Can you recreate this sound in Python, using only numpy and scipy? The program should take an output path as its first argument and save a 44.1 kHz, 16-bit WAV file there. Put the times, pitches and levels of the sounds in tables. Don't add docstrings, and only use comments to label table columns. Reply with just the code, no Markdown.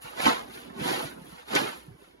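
import sys
import numpy as np
from scipy import signal
from scipy.fft import rfft, irfft, next_fast_len
from scipy.io import wavfile
from scipy.ndimage import map_coordinates

SR = 44100
rng = np.random.default_rng(int(sys.argv[2]) if len(sys.argv) > 2 else 0)


def master(y):
    cut = np.clip(np.atleast_2d(y).T, -1, 1)
    pcm = np.round(cut * 32767)
    wavfile.write(sys.argv[1], SR, pcm.astype(np.int16))


N = 97020

# (frequency [Hz], relative level [dB], t60 [s])
BLADE_MODES = [(252, -6, 0.26), (344, 3, 0.057), (487, -4, 0.094), (656.3, -10, 0.16), (768.4, 2.5, 0.19),
               (888, 1.5, 0.2), (1005, 0, 0.23), (1089, -2, 0.13), (1513, -16, 0.068), (1947, -5, 0.094)]


def amp(db):
    return 10 ** (np.asarray(db) / 20)


def unit(x):
    return x / np.sqrt(np.mean(x ** 2) + 1e-20)


def along(points, hz, ends=None):
    f, value = np.transpose(points)
    return np.interp(np.log(hz + 1), np.log(f + 1), value, ends, ends)


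def wobble(rate):
    knots = rng.standard_normal(int(N * rate / SR) + 4)
    return map_coordinates(knots, [np.arange(N) * rate / SR])


def filtered(x, response):
    m = next_fast_len(N + SR // 2)
    hz = np.fft.rfftfreq(m, 1 / SR)
    return irfft(rfft(x, m) * response(hz), m)[..., :N]


def coloured(x, spectrum):
    return unit(filtered(x, lambda hz: amp(along(spectrum, hz, ends=-120))))


def grains(per_s, spread_db, clump_db, clumps_per_s):
    chance = rng.random(N)
    sign_and_size, spread = rng.standard_normal((2, N))
    happens = np.clip((per_s / SR - chance) * 200, 0, 1)
    breaks = sign_and_size * amp(spread_db * spread) * happens
    return breaks * amp(clump_db * wobble(clumps_per_s))


def scrape():
    # (time [s], grain hiss level before dips [dB], blade drone over it [dB],
    # low crunch over it [dB], finest hiss over it [dB])
    strokes = [(0.0, -66.5, 14, -13, -9), (0.021, -53.5, -12, -9, 3.5), (0.049, -46.5, -0.5, -7.5, -7),
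               (0.142, -53.5, 3.5, -1, -5), (0.193, -38, -3, -2.5, -12), (0.214, -36.5, -0.5, -13, -5.5),
               (0.251, -27, -0.5, -3.5, -11.5), (0.282, -28.5, 3, -2, -11.5),
               (0.352, -38.5, 1.5, -8, -11.5), (0.477, -58, 4.5, 7, -5), (0.553, -48, -8.5, -2.5, -3),
               (0.733, -62, 9.5, 7.5, -7), (0.821, -39.5, -4.5, 2.5, -9), (0.888, -32.5, 1.5, -5.5, -10),
               (0.931, -35, 3, 0, -6), (0.957, -36, 1.5, -5.5, -9.5), (1.048, -43.5, 2, 3, -4),
               (1.083, -45.5, -6, -0.5, -7), (1.173, -63, 7, 11.5, -1.5), (1.305, -55.5, -3.5, 0, -2),
               (1.327, -55.5, 1.5, 3, -6), (1.399, -53.5, 0.5, -9.5, -8), (1.449, -63.5, 0, -6, -4.5),
               (1.486, -48.5, 0.5, -7.5, -8.5), (1.547, -32, 2.5, 1, -13), (1.564, -28.5, 2.5, -9.5, -12),
               (1.619, -35.5, 1.5, 1.5, -9.5), (1.717, -46, 1.5, -5, -6), (1.85, -63, 0, 3, -1),
               (1.949, -73, 4.5, 15, -1), (2.037, -60.5, -7, -3.5, -4.5), (2.18, -77, 6, 12, -3)]
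    # (frequency [Hz], relative level per Hz [dB])
    hiss_spectrum = [(450, -14), (800, -1.5), (1400, -3), (2000, -5.5), (3200, -5.5), (4500, -10.5),
                     (5600, -17.5), (7500, -17.5), (9000, -67)]
    fine_spectrum = [(5500, -14), (7500, -10), (10500, 2), (12500, -4.5), (14500, -16), (15800, -15)]
    drone_spectrum = [(300, -36), (480, -1), (700, 3), (1000, -1), (1400, -4.5), (2200, -19)]
    crunch_spectrum = [(25, -42), (60, -31.5), (130, -6), (260, -1.5), (380, -2), (620, -10)]
    dip_ends_s, dip_length_s, dip_db = [.2545, 1.5508], .014, -6

    t = np.arange(N) / SR
    s, *columns = np.transpose(strokes)
    push, drone, low, fine = [np.interp(t, s, column) for column in columns]
    crunch_db = low + push
    ahead = np.array(dip_ends_s)[:, None] - t
    dip = (ahead > 0) * np.clip(1 - ahead / dip_length_s, 0, 1)
    push = push + dip_db * dip.sum(axis=0)

    out = amp(push) * coloured(grains(6980, 2.5, 0.21, 90), hiss_spectrum)
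    out += amp(push + fine) * coloured(grains(15100, 1.2, 1.0, 60.5), fine_spectrum)
    out += amp(push + drone) * rubbed(coloured(grains(3130, 2.94, 1, 43.94), drone_spectrum))
    out += amp(crunch_db) * coloured(grains(1400, 2, 2, 30), crunch_spectrum)
    return out


def rubbed(x):
    ring_db = 3.5

    def modes(f):
        response = 1
        for centre, _, t60 in BLADE_MODES:
            width = np.log(1000) / np.pi / t60
            damping = 1j * f * width
            response = response + amp(ring_db) * damping / (centre * centre - f * f + damping)
        return response
    return unit(filtered(x, modes))


def catches():
    # (time [s], burst peak before its onset ramp [dB],
    # brightness [Hz], burst t60 [s], blade ring [dB])
    catch_events = [(0.2019, -14, 690, 0.012, -41), (.263, -18, 990, 0.22, -18.5),
                    (.7, -36, 1160, 0.026, -55), (0.859, -44, 910, 0.044, -42),
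                    (0.2542, -23, 1020, 0.048, -25), (0.2545, -21.5, 3130, 0.1, -38),
                    (1.5513, -11, 5800, 0.012, -36), (1.5592, -16, 6800, 0.0057, -42),
                    (1.5607, -9, 1870, .04, -31), (2.109, -57, 2630, 0.056, -76)]
    band_ratio, rise_s = 1.6, .0005
    out, t = np.zeros(N + SR), np.arange(SR // 4) / SR
    for s, db, hz, t60, ring_db in catch_events:
        band = signal.butter(2, [hz / band_ratio, hz * band_ratio], "band", fs=SR)
        burst = amp(-60 * t / t60) * signal.lfilter(*band, rng.standard_normal(len(t)))
        burst = burst * amp(db) / np.abs(burst).max()
        for f, level, decay in BLADE_MODES:
            near_db = -4.5 * abs(np.log2(f / hz))
            mode_db = ring_db + level + near_db + rng.normal(0, 1.8)
            burst += amp(mode_db - 60 * t / decay) * np.sin(2 * np.pi * (f * t + rng.random()))
        out[round(s * SR):][:len(t)] += (1 - np.exp(-t / rise_s)) * burst
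    return out[:N]


def thuds():
    # (time [s], envelope peak level [dB], pitch [Hz])
    thud_events = [(0.043, -44.5, 136), (0.166, -40, 363), (0.198, -26.5, 411), (0.263, -18.5, 241),
                   (0.281, -18.5, 268), (0.704, -39, 220), (0.762, -35.5, 233), (0.793, -32.5, 229),
                   (0.811, -30.5, 148), (0.856, -24.5, 263), (0.914, -24, 328), (1.026, -40, 334),
                   (1.045, -36, 133), (1.163, -45, 178), (1.187, -40, 197), (1.215, -39.5, 184),
                   (1.283, -48, 173), (1.326, -42.5, 170), (1.555, -20, 366), (1.676, -37, 330),
                   (1.881, -39, 148), (1.909, -42.5, 111), (1.945, -49, 149), (2.147, -51.5, 348)]
    cycles = 3.2
    out, t = np.zeros(N + SR), np.arange(SR // 10) / SR
    for s, db, hz in thud_events:
        u = t * hz / cycles * 4
        envelope = u * np.exp(1 - u)
        out[round(s * SR):][:len(t)] += amp(db) * envelope * np.sin(2 * np.pi * hz * t)
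    return out[:N]


def ports(x):
    # (frequency [Hz], phase [rad])
    left_lead = [(0, 0), (300, -.8), (520, -3.1), (900, -4.3), (1800, -2.2), (3200, -3.2), (5000, -.5),
                 (6600, 0), (8300, -3.14), (11000, -6.28), (13500, -9.42), (15400, -12.57)]
    # (frequency [Hz], left over right [dB])
    left_over_right = [(60, -1), (400, -6.5), (900, -3), (2000, -8.5), (4000, 6.5), (6400, -1), (15000, 1)]

    def pair(hz):
        phase = np.interp(hz, *np.transpose(left_lead))
        half = amp(along(left_over_right, hz) / 2) * np.exp(.5j * phase)
        return np.array([half, 1 / half])
    return filtered(x, pair)


def wall(x):
    # (frequency [Hz], wall over direct [dB])
    wall_over_direct = [(40, -6), (220, -9), (430, -1), (700, -6), (1400, 1), (6000, 1), (8300, -11)]
    # (frequency [Hz], t60 [s])
    wall_decay = [(200, .07), (2000, .035), (10000, .03)]
    out, step = np.zeros((2, N + SR)), SR // 40
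    delay = 100
    x = filtered(x, lambda hz: amp(along(wall_over_direct, hz)))
    x = np.pad(x, (0, 2 * step))
    fade = signal.windows.hann(2 * step, sym=False) ** .5
    for a in range(0, N, step):
        hz, t, z = signal.stft(rng.standard_normal((2, SR // 10)), SR, nperseg=128)
        t60 = along(wall_decay, hz)[:, None]
        decaying = z * amp(-60 * t / t60) / np.sqrt(t60)
        tail = signal.istft(decaying, SR, nperseg=128)[1]
        tail = tail / np.linalg.norm(tail, axis=1, keepdims=True)
        wet = signal.fftconvolve(fade * x[None, a:a + 2 * step], tail, axes=1)
        out[:, a + delay:][:, :wet.shape[1]] += wet
    return out[:, :N]


def night():
    # (frequency [Hz], relative level per Hz [dB])
    night_spectrum = [(20, -32), (60, 11), (150, -13), (400, -4.5), (2000, -13), (8000, -31.5),
                      (15000, -36)]
    return amp(-63) * coloured(rng.standard_normal(N), night_spectrum)


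def scene():
    steady = scrape() + night()
    hits = thuds() + catches()
    hits_wall_db = -4
    return ports(steady + hits) + wall(steady + amp(hits_wall_db) * hits)


def record(dry):
    top_hz = 15850
    return filtered(dry, lambda hz: hz < top_hz)


dry = scene()
out = record(dry)
master(out)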